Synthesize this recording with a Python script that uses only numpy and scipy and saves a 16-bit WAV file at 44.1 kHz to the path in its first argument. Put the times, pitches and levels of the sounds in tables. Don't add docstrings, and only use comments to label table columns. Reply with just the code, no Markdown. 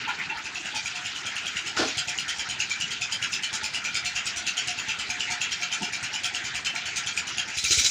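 import sys
import numpy as np
from scipy import signal
from scipy.fft import rfft, irfft
from scipy.io import wavfile
from scipy.ndimage import uniform_filter1d

SR = 44100
rng = np.random.default_rng(int(sys.argv[2]) if len(sys.argv) > 2 else 0)


def waveform_to_disk(signal):
    frames = np.transpose(np.atleast_2d(signal))
    scaled = np.clip(frames, -1, 1) * 32767
    samples = np.round(scaled).astype(np.int16)
    wavfile.write(sys.argv[1], SR, samples)


def rack_gain(trim_db):
    fader = np.asarray(trim_db, float)
    return 10 ** (fader / 20)


N = 348554

MOVES_S = (.41, 7.56)
# knock, treble, panel and thump level, all in dB.
POSITION_DB = [
    (-2.5, -4, 1.5, -3),
    (-1.5, 1.5, -3, 2),
    (2, 6.5, -9, 17.5),
]
# frequency in Hz, level in dB per Hz.
KNOCK_COLOUR = [(900, -21.5), (1200, -30), (1350, -5.5), (1900, -10.5), (2450, 0), (3200, -2), (3700, -5),
                (5200, -3), (7000, -3), (8000, -16), (10000, -27), (12000, -38.5), (13800, -40),
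                (15000, -25)]


def rms_one(x):
    return x / np.sqrt(np.mean(x ** 2) + 1e-20)


def at_hz(points, hz):
    points_hz, points_db = np.transpose(points)
    return np.interp(np.log(hz), np.log(points_hz), points_db)


def coloured(x, spectrum):
    size = 8192
    bins_hz = np.maximum(np.arange(size // 2 + 1), 1) * SR / size
    cepstrum = irfft(np.log(rack_gain(at_hz(spectrum, bins_hz))))
    cepstrum[1:size // 2] *= 2
    cepstrum[size // 2 + 1:] = 0
    return signal.fftconvolve(x, irfft(np.exp(rfft(cepstrum))))[:N]


def drift(rate_hz):
    step = 40
    r = np.exp(-2 * np.pi * rate_hz * step / SR)
    settle = 2000
    slow = signal.lfilter([1], [1, -2 * r, r * r], rng.standard_normal(N // step + settle + 2))[settle:]
    return np.interp(np.arange(N) / step, np.arange(len(slow)), rms_one(slow))


def grains(per_s, spread_db):
    sizes = rack_gain(spread_db * np.minimum(rng.exponential(1, N), 4.0))
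    sizes = sizes * rng.choice([-1, 1], N)
    return rms_one(sizes * (rng.random(N) < per_s / SR))


def clicks(seconds, sizes):
    out = np.full(N, 1e-18)
    out[np.clip((np.asarray(seconds) * SR).astype(int), 0, N - 1)] = sizes
    return out


def dying(x, t60_s):
    return signal.lfilter([1], [1, -rack_gain(-60 / (t60_s * SR))], x)


def swelling(x, rise_s):
    r = np.exp(-1 / (rise_s * SR))
    return signal.lfilter([1 - r], [1, -r], x)


def burst(x, t60_s, rise_s):
    return swelling(dying(x, t60_s), rise_s)


def ring(x, hz, width_hz):
    r = np.exp(-np.pi * width_hz / SR)
    w = 2 * np.pi * hz / SR
    return signal.lfilter([0, np.sin(w)], [1, -2 * r * np.cos(w), r * r], x)


def pings(seconds, hz, level_db, half_s):
    out, t = np.zeros(N + 800), np.arange(800) / SR
    bell = (t / half_s) ** 2 * np.exp(2 - 2 * t / half_s)
    for s, f, g in zip(np.maximum(seconds, 0), hz, rack_gain(level_db)):
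        start = int(s * SR)
        out[start:start + len(t)] += g * bell * np.sin(2 * np.pi * f * t)
    return out[:N]


def band_of(x, order, low_hz, high_hz):
    return signal.sosfilt(signal.butter(order, [low_hz, high_hz], "band", fs=SR, output="sos"), x)


def gear(patchy_db):
    # frequency in Hz, level in dB per Hz.
    drum_colour = [(30, -38), (70, -9.5), (200, -7), (400, -11.5), (540, -18), (800, -8), (1150, -11.5),
                   (1350, -2), (2500, -0.5), (4000, -7), (7000, -11.5), (9000, -31.5), (12500, -50.5),
                   (15300, -36)]
    # time in seconds, level in dB, brightness in dB per octave.
    drum_run = [(0, -34, -4), (.4, -37, -5), (.6, -38.5, 1.5), (1.5, -37, -0.5), (2.2, -38, 0.5),
                (4, -38, 0), (5.5, -37, -0.5), (7.5, -37, -2), (7.6, -42.5, 10.5), (7.75, -39.5, 14.5),
                (7.9, -38.5, 13)]
    s, level_db, slope_db = np.transpose(drum_run)
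    t = np.arange(N) / SR
    level_db, slope_db = np.interp(t, s, level_db), np.interp(t, s, slope_db)
    edges_hz = 30 * 2 ** np.arange(0, 9.1, 1 / 3)
    contacts = [rms_one(coloured(grains(9000, 2.6), drum_colour)) for k in range(2)]
    out = np.zeros(N)
    for k, (low_hz, high_hz) in enumerate(zip(edges_hz, edges_hz[1:])):
        band = band_of(contacts[k % 2], 2, low_hz, high_hz)
        octaves = np.clip(np.log2(low_hz / 2000), 0, 1.6)
        out += band * rack_gain(patchy_db * drift(14.1) + slope_db * octaves)
    return rack_gain(level_db) * out


def firings():
    # time in seconds, firings counted so far.
    pace = [(.012, 0), (.08, 1), (.292, 3), (.372, 4), (.4549, 5), (1.0589, 11), (1.6704, 17), (2.2889, 23),
            (2.9146, 29), (3.538, 35), (4.1604, 41), (4.787, 47), (5.4147, 53), (6.0366, 59), (6.6571, 65),
            (7.4855, 73), (7.5804, 74), (7.8535, 78)]
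    # time in seconds, load in dB.
    load = [(.4, -3.5), (1.3, -2), (2.2, -0.5), (3.3, -0.36), (4.2, 0.58), (5.6, -0.5), (7.4, 0.16)]
    marks_s, counted = np.transpose(pace)
    s = np.interp(np.arange(counted[-1] + 1), counted, marks_s)
    return s, np.searchsorted(MOVES_S, s), np.interp(s, *np.transpose(load))


def singled_out(s, usual, rows, axis):
    rows, out = np.array(rows), np.array(usual)
    nearest = np.abs(s[:, None] - rows[:, 0]).argmin(axis=0)
    out[nearest] = rows[:, axis]
    return out


def panel(lead_s, rise_s, t60_s, scatter_db):
    # frequency in Hz, width in Hz, level in dB.
    panel_modes = [(717, 20.6, 3), (784, 32, -19), (874, 32, 5), (928.5, 18, -3.5)]
    # time in seconds, level in dB.
    hums = [(.455, 8.5), (.757, 12), (.858, 10), (.958, 8), (2.083, 3), (3.745, 5), (4.16, 5), (4.578, 9.5),
            (4.892, 11), (5.101, 11), (5.31, 13), (5.829, 15.5), (6.14, 9), (6.347, 16), (6.554, 8.5),
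            (6.761, 3), (7.071, 2)]
    s, place, load_db = firings()
    level_db = np.array(POSITION_DB)[place, 2] + singled_out(s, 0 * s, hums, axis=1)
    chance = rng.standard_normal((len(s), len(panel_modes)))
    out = np.zeros(N)
    for k, (hz, width_hz, mode_db) in enumerate(panel_modes):
        strength = rack_gain(level_db + scatter_db * chance[:, k])
        shaken = burst(clicks(s - lead_s, strength), t60_s, rise_s) * rng.standard_normal(N)
        twice = ring(ring(shaken, hz, width_hz), hz, 1.8 * width_hz)
        out += rack_gain(mode_db) * rms_one(twice)
    return rack_gain(-52.5) * rms_one(out)


def exhaust(lead_s, rise_s, scatter_db):
    # frequency in Hz, width in Hz, level in dB, gain at the last position in dB.
    pipe_modes = [(73.6, 21, -1, 0.5), (126.5, 17, 0, -7), (202, 29, -3, -13), (345, 16, -23, 10),
                  (450, 16, -21, 9.5)]
    # time in seconds, level in dB.
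    puffs = [(.958, -10), (1.161, -16), (1.98, 5), (2.497, 6.5), (2.602, 5.5), (2.706, -4), (2.81, 6),
             (3.018, 0), (3.226, -5), (3.642, 6), (3.953, 0), (4.578, -14), (4.892, 6), (5.101, 6),
             (5.31, 3), (6.037, 0.5), (6.761, -18), (7.58, -7), (7.649, -4.5), (7.717, 1.5), (7.785, -1),
             (7.853, 0), (.186, 9)]
    load_share = 0.63
    s, place, load_db = firings()
    level_db = np.array(POSITION_DB)[place, 3] + load_share * load_db
    level_db = level_db + singled_out(s, 0 * s, puffs, axis=1)
    chance = rng.standard_normal((len(s), len(pipe_modes)))
    out = np.zeros(N)
    for k, (hz, width_hz, mode_db, near_db) in enumerate(pipe_modes):
        strength = rack_gain(level_db + mode_db + near_db * (s > MOVES_S[1]) + scatter_db * chance[:, k])
        out += ring(swelling(clicks(s - lead_s, strength), rise_s), hz, width_hz)
    out = signal.sosfilt(signal.butter(2, 62, "high", fs=SR, output="sos"), out)
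    return rack_gain(-52.5) * rms_one(out)


def knock_strengths(s, place, load_db, uneven):
    # time in seconds, knock in dB, treble in dB, loudest ring in Hz.
    odd_knocks = [(.079, 4.5, 6, 2320), (.757, 2.5, 6.5, 2480), (.383, -12, 4.5, 2100),
                  (1.773, -5, -3, 2950), (1.98, 1.5, 5, 3300), (2.289, 0, 3.5, 3170), (3.226, 6, 1.5, 2870),
                  (3.33, -1.5, 3, 2700), (3.538, -8, 4, 2260), (3.849, 3, -1.5, 2370),
                  (3.953, 3, 0.9, 2370), (4.16, 5, 0.5, 2700), (4.369, -2.5, -2, 2370),
                  (.012, -9, -2, 2530), (4.787, -1.5, -4.5, 2700), (4.892, 5.5, -1, 2700),
                  (5.205, 4.5, -1, 2850), (5.415, 3, 3, 2700), (.858, 4, 3, 2380), (6.037, 2, 0, 2800),
                  (6.243, 5, 3.5, 3130), (6.657, 1.5, 1.2, 3050), (6.761, 0.5, -2, 2340),
                  (6.968, -2.5, 5, 2430), (7.278, -2.5, -2.5, 2950), (7.382, 5, 1, 2780),
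                  (7.486, -11, -7.5, 2400), (7.717, -0.5, 0.9, 4035), (7.785, -2, 2, 2390),
                  (7.853, -0.5, -0.7, 3660)]
    # time in seconds, level in dB.
    arrival = [(7.56, -7), (7.72, 0)]
    uneven_db, treble_load_share = 0.9, 2.56
    knock_db = load_db + singled_out(s, uneven_db * uneven[:, 0], odd_knocks, axis=1)
    treble_db = treble_load_share * load_db + singled_out(s, uneven_db * uneven[:, 1], odd_knocks, axis=2)
    treble_db += np.array(POSITION_DB)[place, 1] - knock_db
    knock_db += np.array(POSITION_DB)[place, 0]
    usual_hz = 2700 * 1.13 ** np.clip(uneven[:, 2], -1.2, 1.4)
    loudest_hz = singled_out(s, usual_hz, odd_knocks, axis=3)
    return knock_db + np.interp(s, *np.transpose(arrival), left=0), treble_db, loudest_hz


def mode_chance(firing_count, mode_count, spread_count):
    chance = rng.standard_normal((firing_count, 3, mode_count))
    chance = 0.77 * chance + 0.57 * uniform_filter1d(chance, size=5, axis=2)
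    spread = chance[:, :, :spread_count]
    chance[:, :, :spread_count] -= uniform_filter1d(spread, size=25, axis=2)
    return np.clip(chance, -2.5, 1.9)


def short_pings(s, tick_lead_s, place, knock_db, treble_db, loudest_hz, valve_hz, uneven):
    knock_db = knock_db - 12 * (place == 0)
    ping_db = -26 + knock_db + treble_db + at_hz(KNOCK_COLOUR, valve_hz)
    ping_db = ping_db + 6 * np.clip(rng.standard_normal(len(s)), -2, 1.2)
    out = pings(s, loudest_hz, -21 + knock_db + 3.3 * uneven[:, 1], half_s=0.0017)
    out += pings(s - tick_lead_s, valve_hz, ping_db, half_s=0.0032)
    return out + pings(s - .001, valve_hz, ping_db, half_s=0.0032)


def knocks(count, tick_lead_s):
    # frequency in Hz, width in Hz, level in dB (unused: all get
    block_modes = [(1430, 120, -7), (2370, 57, -1), (2700, 52, 0), (3201, 54, -3), (3980, 190, -9),
                   (5140, 160, -7), (6480, 420, -9), (6860, 114, -8), (7600, 170, -18), (9260, 63, -22)]
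    # frequency in Hz, change in dB.
    from_behind = [(1200, 13.5), (2400, 3), (4000, -0.5), (7000, -2.5), (15000, 9)]
    from_near = [(1200, -22), (1740, -16), (2000, 2), (2400, -2), (3000, -35), (3600, -11), (4010, 9.5),
                 (4400, -5), (5200, -7), (6100, -2), (7500, -4.5), (13400, 5), (15000, -1)]
    tick_by_place_db = (-57, -3.5, 1)
    rattle_by_place_db = (3, 3, 5)
    # t60 in seconds at 3 kHz, fall in octaves of time per octave of pitch.
    rattle_t60 = (0.14, 0.42)
    mode_q, scatter_db, blow_db = 100, 5.8, 21.5

    s, place, load_db = firings()
    uneven = rng.standard_normal((len(s), 3))
    knock_db, treble_db, loudest_hz = knock_strengths(s, place, load_db, uneven)
    pitches_hz = np.geomspace(1220, 15600, count) * (1 + rng.uniform(-.008, .008, count))
    modes = [(hz, hz / mode_q, 0) for hz in pitches_hz]
    modes += [(hz, 0.74 * width_hz, 3.0) for hz, width_hz, db in block_modes]
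    valve_hz = rng.uniform(7900, 10300, len(s))
    rattle = rack_gain(np.array(rattle_by_place_db)[place])
    contacts = [grains(4000, 3.5) * rack_gain(2.8 * drift(105)) for k in range(3)]
    chance = mode_chance(len(s), len(modes), count)
    out = np.zeros(N)
    for k, (hz, width_hz, extra_db) in enumerate(modes):
        octave = np.log2(hz / 3000)
        colour_db = np.array([at_hz(from_behind, hz), 0, at_hz(from_near, hz)])
        share = np.clip(octave + 0.42, 0, 1)
        level_db = knock_db + share * treble_db + 6 * octave + extra_db + colour_db[place]
        level_db = level_db + 7.2 * np.exp(-(np.log(hz / loudest_hz) / 0.036) ** 2)
        main = rack_gain(level_db + scatter_db * chance[:, 0, k])

        tick_db = np.array(tick_by_place_db)[place] + 5.1 * np.clip(octave, -.4, 1)
        tick_db = tick_db + 9.0 * np.exp(-(np.log(hz / valve_hz) / .016) ** 2)
        tick = rack_gain(level_db + scatter_db * chance[:, 1, k] + tick_db)
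        sharp = burst(clicks(s - tick_lead_s, tick), 0.032, .0015)

        t60_s = rattle_t60[0] * 2 ** (-rattle_t60[1] * min(octave, 1.3))
        loose = burst(clicks(s + 0.00064, main * rattle), t60_s, 0.0046)
        blow = clicks(s, rack_gain(blow_db - 0.9 * octave) * main * np.sign(chance[:, 2, k]))
        out += ring(blow + (sharp + loose) * contacts[k % 3], hz, width_hz)
    short = short_pings(s, tick_lead_s, place, knock_db, treble_db, loudest_hz, valve_hz, uneven)
    return rack_gain(-33) * rms_one(coloured(out, KNOCK_COLOUR)) + short


def walls(x):
    echoes = clicks([.011, .019, .032, .047], rack_gain([-10.5, -7.0, -9, -45]))[:SR // 10]
    dull = signal.sosfilt(signal.butter(1, 5000, fs=SR, output="sos"), x)
    return signal.fftconvolve(dull, echoes)[:N]


def blows():
    # start in seconds, level in dB, low and high edge in Hz, rise in seconds, t60 in seconds.
    noise_bursts = [
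        (0.074, -31.5, 830, 1030, 0.016, 0.12),
        (.30, -33, 827, 964, 0.022, 0.13),
        (1.763, -25.5, 1220, 5940, 0.02, 0.45),
        (1.786, -32, 240, 2020, 0.01, 0.33),
        (1.84, -36, 232, 513, 0.0099, 0.22),
        (5.8, -37.5, 163, 348, 0.016, 0.13),
    ]
    out, powder = np.zeros(N), grains(5000, 2.9)
    for s, level_db, low_hz, high_hz, rise_s, t60_s in noise_bursts:
        band = band_of(powder, 4, low_hz, high_hz)
        shape = burst(clicks([s], 1), t60_s, rise_s)
        out += rack_gain(level_db) * rms_one(band) * shape / shape.max()
    return out


def hopper():
    # frequency in Hz, width in Hz, level in dB.
    hopper_modes = [(310, 27, -13), (329, 30, -2.5), (457, 42, -1.5), (638, 19, -3.5), (792, 35, -3),
                    (1070, 50, -7), (1430, 70, 2), (1744, 39, -1), (2010, 130, -6)]
    # time in seconds, level in dB.
    bounces = [
        (1.766, -3),
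        (1.787, 2),
        (1.801, -1),
        (1.82, -6),
        (1.845, -13),
        (1.875, -13),
    ]
    s, level_db = np.transpose(bounces)
    chance = rng.standard_normal((len(s), len(hopper_modes)))
    out = np.zeros(N)
    for k, (hz, width_hz, mode_db) in enumerate(hopper_modes):
        hits = clicks(s, rack_gain(level_db + 6.2 * chance[:, k]))
        shaken = burst(hits, t60_s=.1, rise_s=0.0033) * rng.standard_normal(N)
        out += rack_gain(mode_db) * np.sqrt(width_hz) * ring(shaken, hz, width_hz)
    return rack_gain(-28) * out / np.abs(out).max() * 4


def scene():
    engine = knocks(count=96, tick_lead_s=0.01)
    engine += panel(lead_s=0.03, rise_s=0.0075, t60_s=0.18, scatter_db=7.5)
    engine += exhaust(lead_s=0.01136, rise_s=0.00048, scatter_db=4.5)
    near = np.arange(N) / SR > MOVES_S[1]
    echoes = walls(engine * rack_gain(-10 * near))
    mix = engine + echoes + gear(patchy_db=3.5) + blows() + hopper()
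    return mix[None]


def roll_off(x):
    return signal.sosfilt(signal.butter(12, 16650, fs=SR, output="sos"), x)


def record(dry):
    rounded = .65 * np.tanh(dry / .65)
    heard = signal.sosfilt(signal.butter(2, 50, "high", fs=SR, output="sos"), rounded)
    heard = signal.sosfilt(signal.cheby2(14, 50, 15910, fs=SR, output="sos"), heard)
    return roll_off(heard)


dry = scene()
out = record(dry)
waveform_to_disk(out)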